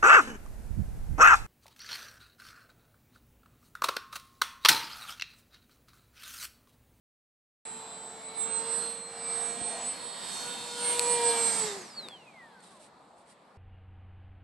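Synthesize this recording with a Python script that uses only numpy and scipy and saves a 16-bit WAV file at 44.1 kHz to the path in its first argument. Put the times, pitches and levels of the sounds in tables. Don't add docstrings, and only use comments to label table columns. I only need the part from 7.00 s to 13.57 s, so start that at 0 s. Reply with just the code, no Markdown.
import sys
import numpy as np
from scipy import signal
from scipy.fft import rfft, irfft
from scipy.io import wavfile
from scipy.ndimage import uniform_filter1d

SR = 44100
rng = np.random.default_rng(int(sys.argv[2]) if len(sys.argv) > 2 else 0)


def amplitude_ratio(level_db):
    exponent = np.asarray(level_db, float) / 20
    return 10 ** exponent


def put_to_file(sound):
    columns = np.atleast_2d(sound).T
    safe = np.clip(columns, -1, 1)
    whole_steps = np.round(safe * 32767)
    wavfile.write(sys.argv[1], SR, whole_steps.astype(np.int16))


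N = 289869
TIME = np.arange(N) / SR
SIDES = np.array([[1], [-1]])

# [t/s, rate/(turns per s)]
POWERED = [(0.65, 223.2), (1.35, 223.3), (1.48, 227.0), (1.6, 228.1), (1.83, 231.8), (1.99, 233.0),
           (2.2, 231.8), (2.5, 233.2), (2.66, 236.3), (3.1, 238.5), (3.26, 237.4), (3.47, 240.7),
           (3.71, 239.2), (3.92, 240.7), (4.14, 239.0), (4.39, 232.2), (4.58, 227.5)]
# [t/s, rate/(turns per s)]
COASTING = [(4.58, 227.5), (4.7, 205.5), (4.78, 194), (4.86, 166), (4.95, 129), (5.08, 100), (5.42, 53.6),
            (5.63, 39.3), (5.91, 20.4)]
# [t/s, f/Hz]
CHOPPER_HZ = [(0.65, 7583), (1.33, 7643), (1.59, 7715), (1.87, 7821), (2.8, 7920), (3.25, 8002),
              (3.8, 7960), (4.1, 7890), (4.3, 7765), (4.7, 7494), (4.9, 7471)]
# [t/s, length/s, level/dB, left minus right/dB]
WHINE_GLINTS = [(0.668, 0.23, -39.5, -4), (1.009, 0.31, -44.5, -5), (1.277, 0.1, -42.5, -2),
                (1.414, 0.092, -32, -9.6), (1.546, 0.11, -29.0, -16.2), (1.744, 0.2, -33.5, -15),
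                (1.89, 0.41, -40, -11), (2.304, 0.17, -33.5, -5.4), (2.442, 0.17, -33, -20),
                (2.666, 0.19, -35, -9.0), (2.894, 0.064, -35, -1), (3.051, 0.1, -53, -19.9),
                (3.329, 0.088, -51.5, -21.5), (3.49, 2.2, -52.5, -9), (3.886, 0.15, -29, -3.5),
                (4.032, 0.03, -33, -6.7), (4.131, 0.097, -28, -7), (4.279, 0.09, -24.5, -7),
                (4.46, 0.21, -28.5, -7.5), (4.613, 0.061, -31, -13.1)]
# [t/s, length/s, level/dB]
COAST_GLINTS = [(4.82, .12, -59), (4.92, .08, -59), (4.989, .034, -41.5), (5.04, .06, -53),
                (5.14, .08, -55), (5.22, .04, -61), (5.285, .04, -58), (5.41, .13, -55.5),
                (5.575, .08, -57), (5.76, .1, -60.5), (5.86, .07, -64)]
# [t/s, length/s, level/dB, left minus right/dB]
CHOPPER_GLINTS = [(.754, 0.15, -59, -22), (1.04, 2.1, -53, -4), (1.44, 0.082, -32.5, -12),
                  (1.58, 0.081, -34, -9), (1.74, 0.14, -38, -17), (2.03, 0.39, -50.5, -5),
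                  (2.294, 0.16, -40.5, -9), (2.465, 0.18, -36.5, -17), (2.659, 0.081, -37, -20),
                  (2.868, 0.16, -36, -3), (3.072, 0.15, -42.5, -14), (3.283, 0.34, -42, -21.5),
                  (3.489, 0.14, -42.5, -20.5), (3.86, .534, -51, -8), (4.094, 0.18, -30, -20),
                  (4.272, .073, -30, -13), (4.43, 0.15, -32.5, -11.5), (4.55, 0.12, -39, -11.5),
                  (4.684, 0.14, -43, -13)]
# [t/s, length/s, level/dB]
BLADE_BEAMS = [(0.74, 0.93, -57), (1.682, 0.75, -45.5), (2.373, 0.41, -48.5), (2.84, 1, -54),
               (3.49, 0.14, -50.5), (3.889, 0.4, -44.8), (4.245, 0.47, -32.5), (4.651, 0.069, -41),
               (4.725, 0.17, -41.5)]
# [t/s, length/s, level/dB]
SECOND_BEAMS = [(0.841, 1.25, -56.5), (1.611, 0.42, -48.5), (3.04, 0.68, -57.5), (3.518, 0.396, -52.5),
                (3.934, 0.315, -41.5), (4.236, 0.37, -34), (4.618, 0.286, -47.5)]
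# [t/s, length/s, level/dB]
HALF_BEAMS = [(.79, 1.2, -55), (1.351, .19, -57), (1.562, .09, -48), (1.812, .565, -45.5),
              (2.38, .4, -49.5), (2.76, .44, -49.5), (3.1, .34, -53), (3.46, .47, -46.5), (3.833, .35, -48),
              (4.073, .177, -39.5), (4.303, .045, -41), (4.4, .36, -41), (4.69, .1, -48)]
# [t/s, length/s, level/dB]
UPPER_BEAMS = [(.9, 0.67, -58), (2.3, 0.26, -58), (2.7, 0.28, -56), (3.5, .2, -62.5), (3.88, .2, -47),
               (4.1, .2, -47.5), (4.32, 0.07, -40), (4.48, 0.26, -35), (4.62, .08, -48)]
# [t/s, length/s, level/dB]
BEAT_BEAMS = [(.95, 0.86, -64), (1.45, 0.17, -55), (1.75, .2, -59.5), (2.4, 0.54, -61), (2.85, 0.48, -58.5),
              (3.4, .4, -47.5), (3.68, 0.29, -48), (3.9, 0.2, -43.5), (4.2, .15, -50), (4.32, 0.055, -46)]
# [multiple of shaft rate, t/s, length/s, level against the buzz/dB]
ORDERS_DB = [(1, 2.8, .3, 0), (3, 2.55, .7, 4), (3, 4.35, .5, 3), (6, 1.7, .5, 0), (6, 2.45, .3, -2),
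             (6, 3.7, .8, 2), (6, 4.5, .3, 2), (7, 2.5, .4, 0), (7, 4.4, .4, 3), (8, 2.6, .6, 0),
             (8, 4.15, .3, 1), (10, 1.35, .4, 2), (10, 2.4, .7, 0), (10, 4.3, .7, 1.5), (11, 3.7, .5, -4),
             (12, 1.65, .5, -7), (12, 4.1, .5, -4), (9, 3.9, .15, 3), (72, 5.19, .06, -9),
             (72, 5.5, .12, -5), (108, 5.65, .13, 5)]

# [t/s, level per third octave/dB, treble minus bass/dB]
FLIGHT = [(.68, -63, -7.5), (1.25, -64.5, -10.5), (1.5, -58.5, -10), (1.85, -56, -5), (2.05, -64.5, -10.5),
          (2.32, -56.5, -5.5), (2.55, -58.5, -6.5), (2.8, -56, -5), (3.12, -60, -4), (3.35, -55, -0.5),
          (3.75, -57, 1), (3.9, -51, 0.5), (4.66, -50.5, -1), (4.93, -64.5, -6), (5.05, -63.5, -13.5),
          (5.17, -70.5, -13), (6.0, -74, -17), (6.55, -76.5, -16.5)]
# [offset/dB, share of the tilt]
AIR_BANDS = [
    (-9, -0.53),
    (0.03, -0.51),
    (0, -0.0038),
    (0.4, 0.66),
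]
AIR_HZ = [200, 800, 2200, 5700]
# [f/Hz, level/dB]
AIR_COLOUR = [(48, -34), (62, -13.5), (100, -13.5), (190, 5.5), (330, -2.5), (800, 2.5), (1150, 2.5),
              (1400, 1), (3000, 0), (4200, 6.5), (6300, 0), (8300, 8), (9700, -1)]
# [f/Hz, left minus right/dB, likeness 0-1]
PORTS = [(60, 3, 0.96), (200, 0.5, 0.94), (700, 1, 0.9), (1400, 1.4, 0.33), (3070, -0.3, 0.76),
         (5460, -1.5, 0.4), (8850, -9, 0.55), (9880, 3.5, 0.2), (13100, 16.5, 0)]

# [t/s, f/Hz, peak level/dB, t60/s]
THUMP = (2.6147, 270, -24, .013)
# [t/s, peak level/dB, left minus right/dB]
TICKS = [
    (3.9943, -5.5, 5.5),
    (3.9959, -19, 3.5),
    (5.0859, -27.5, 7),
    (5.096, -45, 0),
]
# [f/Hz, level/dB, t60/s]
CASE = [(1300, -8, 0.0035), (2540, -3, 0.0056), (4300, 7.5, 0.003), (8180, 3.5, 0.006), (9870, 4, 0.0024),
        (13900, -14.5, .002)]
# [t/s, f/Hz, level/dB]
HOOT = [
    (2.69, 613, -73),
    (2.73, 654, -44),
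    (2.78, 680, -49),
    (2.85, 640, -57),
    (2.9, 646, -80),
]
# [t/s, length/s, level/dB rms]
RUSTLES = [
    (5.0, 0.091, -77),
    (5.652, 0.085, -57.5),
    (5.74, 0.063, -59.5),
    (5.837, 0.073, -57),
    (6.195, 0.057, -66),
    (6.3, 0.065, -61.5),
]
# [f/Hz, level per Hz/dB]
RUSTLE_COLOUR = [(600, -8), (2000, -7), (4200, -2), (6500, -9.5), (8500, 2.5), (11000, -10.5), (13000, -34)]


def curves(table):
    s, *columns = np.transpose(table)
    return [np.interp(TIME, s, column) for column in columns]


def colour(hz, table, order=1):
    rows = np.array(table)
    return np.interp(np.log(hz), np.log(rows[:, 0]), rows[:, order])


def walk(rate):
    hold = int(SR / 32 / rate)
    steps = np.repeat(rng.standard_normal(N // 32 // hold + 2), hold)
    coarse = uniform_filter1d(uniform_filter1d(steps, hold), hold)
    return 1.3 * np.interp(np.arange(N) / 32, np.arange(len(coarse)), coarse)


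def swells(rows):
    coarse_time = TIME[::32]
    s, length, db, *pan_db = np.transpose(rows)[:, :, None]
    bells = amplitude_ratio(db) * np.exp(-(2 * (coarse_time - s) / length) ** 2) + 1e-9
    total = bells.sum(axis=0)
    out = [20 * np.log10(total)]
    out += [(bells * pan).sum(axis=0) / total for pan in pan_db]
    return [np.interp(TIME, coarse_time, column) for column in out]


def tone(turns, db, pan_db, flutter_db, apart):
    drift = 0.32 * walk(30)
    lag = apart * walk(5)
    level = np.sqrt(2) * amplitude_ratio(db + flutter_db * walk(21.99))
    share = np.sqrt(2 / (1 + amplitude_ratio(-2 * SIDES * pan_db)))
    phase = 2 * np.pi * (turns + rng.random()) + drift + SIDES * lag / 2
    return level * share * np.sin(phase)


def motor(buzz_db):
    s, speed = np.transpose(POWERED + COASTING[1:])
    shaft_hz = uniform_filter1d(np.exp(np.interp(TIME, s, np.log(speed))), SR // 30)
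    chop_hz = uniform_filter1d(curves(CHOPPER_HZ)[0], SR // 8)
    whine_db, pan_db = swells(WHINE_GLINTS + [(*row, 0) for row in COAST_GLINTS])
    chop_db, chop_pan_db = swells(CHOPPER_GLINTS)
    blade_db, second_db = swells(BLADE_BEAMS)[0], swells(SECOND_BEAMS)[0]
    half_db, upper_db = swells(HALF_BEAMS)[0], swells(UPPER_BEAMS)[0]
    beat_db = swells(BEAT_BEAMS)[0]
    turns = np.cumsum(shaft_hz * (1 + .0006 * walk(14))) / SR
    chops = np.cumsum(chop_hz) / SR
    power_off_s = 4.95
    powered = np.clip((power_off_s - TIME) / .05, 0, 1)

    out = tone(36 * turns, whine_db, pan_db, 1.2 + 2 * (1 - powered), 1.6 * shaft_hz / 240)
    out += powered * tone(38 * turns, upper_db, -7., 2., 1.2)
    out += powered * tone(18 * turns, half_db - 1, -1., 2.2, .5)
    out += powered * tone(2 * turns, blade_db, .3, .8, .05)
    out += powered * tone(4 * turns, second_db, .3, 1.2, .1)
    out += powered * tone(chops, chop_db, chop_pan_db, 1.2, 1.6)
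    out += tone(chops - 18 * turns, beat_db, -1., 2.5, .5)
    out += amplitude_ratio(-9.5) * tone(chops - 20 * turns, beat_db, -1., 4.6, .5)
    for order in sorted({round(row[0]) for row in ORDERS_DB}):
        beams = 0
        for multiple, s, length, db in ORDERS_DB:
            if round(multiple) == order:
                beams = beams + amplitude_ratio(db) * np.exp(-(2 * (TIME - s) / length) ** 4)
        out += beams * tone(order * turns, buzz_db, 0., 2.27, 0.15)
    return out, turns


def air(levels_db, turns):
    hz, s, (mid, side) = signal.stft(rng.standard_normal((2, N)), SR, nperseg=2048)
    knocks = np.sin(89 * np.pi * turns) / (np.sin(np.pi * turns) + 1e-9) * (TIME < 4.7) / 14
    knock_frames = signal.stft(knocks, SR, nperseg=2048)[2]
    patches = uniform_filter1d(rng.standard_normal(mid.shape), 12, axis=0)
    patches = uniform_filter1d(patches, 14, axis=1)
    patch_gain = amplitude_ratio(-6.5 + 3.5 * patches / patches.std())
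    mid = mid + patch_gain * (hz > 1300)[:, None] * knock_frames

    hz = hz + 1
    frames = np.minimum(s * SR, N - 1).astype(int)
    place = np.interp(np.log(hz), np.log(AIR_HZ), range(4))[:, None]
    db = sum(np.clip(1 - abs(place - k), 0, 1) * level[frames] for k, level in enumerate(levels_db))
    third = 3 * np.log2(hz / 30)[:, None]
    db += sum(np.clip(1 - abs(third - k), 0, 1) * 1.85 * walk(9)[frames] for k in range(28))
    db += (colour(hz, AIR_COLOUR) - 10 * np.log10(.23 * hz / (SR / 2)))[:, None]

    pan_db = colour(hz, PORTS)[:, None]
    like = np.clip(colour(hz, PORTS, order=2), 0, 1)[:, None]
    shared = np.sqrt((1 + like) / 2) * mid
    apart = np.sqrt((1 - like) / 2) * side
    ports = [amplitude_ratio(db + sign * pan_db / 2) * (shared + sign * apart) for sign in (1, -1)]
    noise = signal.istft(np.array(ports), SR, nperseg=2048)[1][:, :N]
    treble = signal.sosfilt(signal.butter(2, 1800, "high", fs=SR, output="sos"), noise)
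    shaft_hz = np.gradient(turns) * SR
    chop = 0.26 * np.clip(shaft_hz / 230, 0, 1) ** 4 * np.cos(4 * np.pi * turns)
    return noise + chop * treble


def trees(x):
    delay_s, t60_s, level_db = .12, 0.51, -22
    t = np.arange(int(.7 * SR)) / SR - delay_s
    tail = rng.standard_normal((2, len(t))) * (t > 0) * amplitude_ratio(-60 * t / t60_s)
    tail *= amplitude_ratio(level_db) / np.sqrt(np.sum(tail[0] ** 2))
    return signal.fftconvolve(x, tail, axes=1)[:, :N]


def ring(s, hz, db, t60):
    t = np.clip(TIME - s, 0, .1)
    onset = 1 - np.exp(-t / 0.0002)
    return amplitude_ratio(db - 60 * t / t60) * np.sin(2 * np.pi * hz * t) * onset * (t < .1)


def handling():
    out = np.array([[1], [.25]]) * ring(*THUMP)
    for s, peak_db, pan_db in TICKS:
        softness_db = peak_db - TICKS[0][1]
        tick = 0
        for hz, db, t60 in CASE:
            dulling_db = 0.24 * softness_db * np.log2(hz / CASE[0][0])
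            tick = tick + ring(s, hz, db + dulling_db + SIDES * colour(hz, PORTS) / 2, t60)
        out = out + amplitude_ratio(peak_db + SIDES * pan_db / 2) * tick / np.abs(tick).max()
    return out


def hoot():
    hz, db = curves(HOOT)
    return tone(np.cumsum(hz) / SR, db, 0., 1.4, .1) * (abs(TIME - 2.8) < .12)


def grass():
    swell = 0
    for s, length, db in RUSTLES:
        swell = swell + amplitude_ratio(db) * np.exp(-.5 * ((TIME - s) / (length / 2.53)) ** 2)
    sizes = amplitude_ratio(2.4 * rng.exponential(size=N))
    cracks = rng.standard_normal((2, N)) * sizes * amplitude_ratio(2.0 * walk(120))
    hz = np.arange(1, N // 2 + 2) * SR / N
    shape = amplitude_ratio(colour(hz, RUSTLE_COLOUR) + SIDES * colour(hz, PORTS) / 2)
    cracks = irfft(rfft(cracks + 4.4 * cracks[::-1]) * shape, N)
    return swell * cracks / np.sqrt(np.mean(cracks ** 2))


def treble_gaps(x):
    from_hz, to_hz, below_db, scatter_db = 9000, 12600, -33, 3.5
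    hz, _, z = signal.stft(x, SR, nperseg=2048)
    power = (abs(z[:, :1024]) ** 2).sum(axis=0)
    strips = power.reshape(64, 16, -1).sum(axis=1) + 1e-18
    strip_hz = hz[:1024:16]
    whine = strips[(strip_hz > 7000) & (strip_hz < from_hz - 500)].max(axis=0)
    scatter = uniform_filter1d(rng.standard_normal(strips.shape), 3, axis=1) * np.sqrt(3)
    audible = 10 * np.log10(strips / whine) + scatter_db * scatter > below_db
    outside = (strip_hz < from_hz) | (strip_hz > to_hz)
    z[:, :1024] *= np.repeat(audible | outside[:, None], 16, axis=0)
    return signal.istft(z, SR, nperseg=2048)[1][:, :N]


def scene():
    level_db, tilt_db = curves(FLIGHT)
    levels_db = [level_db + offset_db + share * tilt_db for offset_db, share in AIR_BANDS]
    tones, turns = motor(levels_db[2])
    field = tones + trees(tones) + air(levels_db, turns) + grass() + hoot()
    field = signal.sosfilt(signal.ellip(6, .5, 45, 11550, fs=SR, output="sos"), field)
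    case = signal.sosfilt(signal.butter(8, 15800, fs=SR, output="sos"), handling())
    return field + case


def roll_off(x):
    return signal.sosfilt(signal.butter(12, 16520, fs=SR, output="sos"), x)


def record(dry):
    start_s = .652
    heard = signal.sosfilt(signal.butter(4, 50, "high", fs=SR, output="sos"), treble_gaps(dry))
    mix = heard * np.clip((TIME - start_s) / .0005, 0, 1)
    return roll_off(mix)


dry = scene()
out = record(dry)
put_to_file(out)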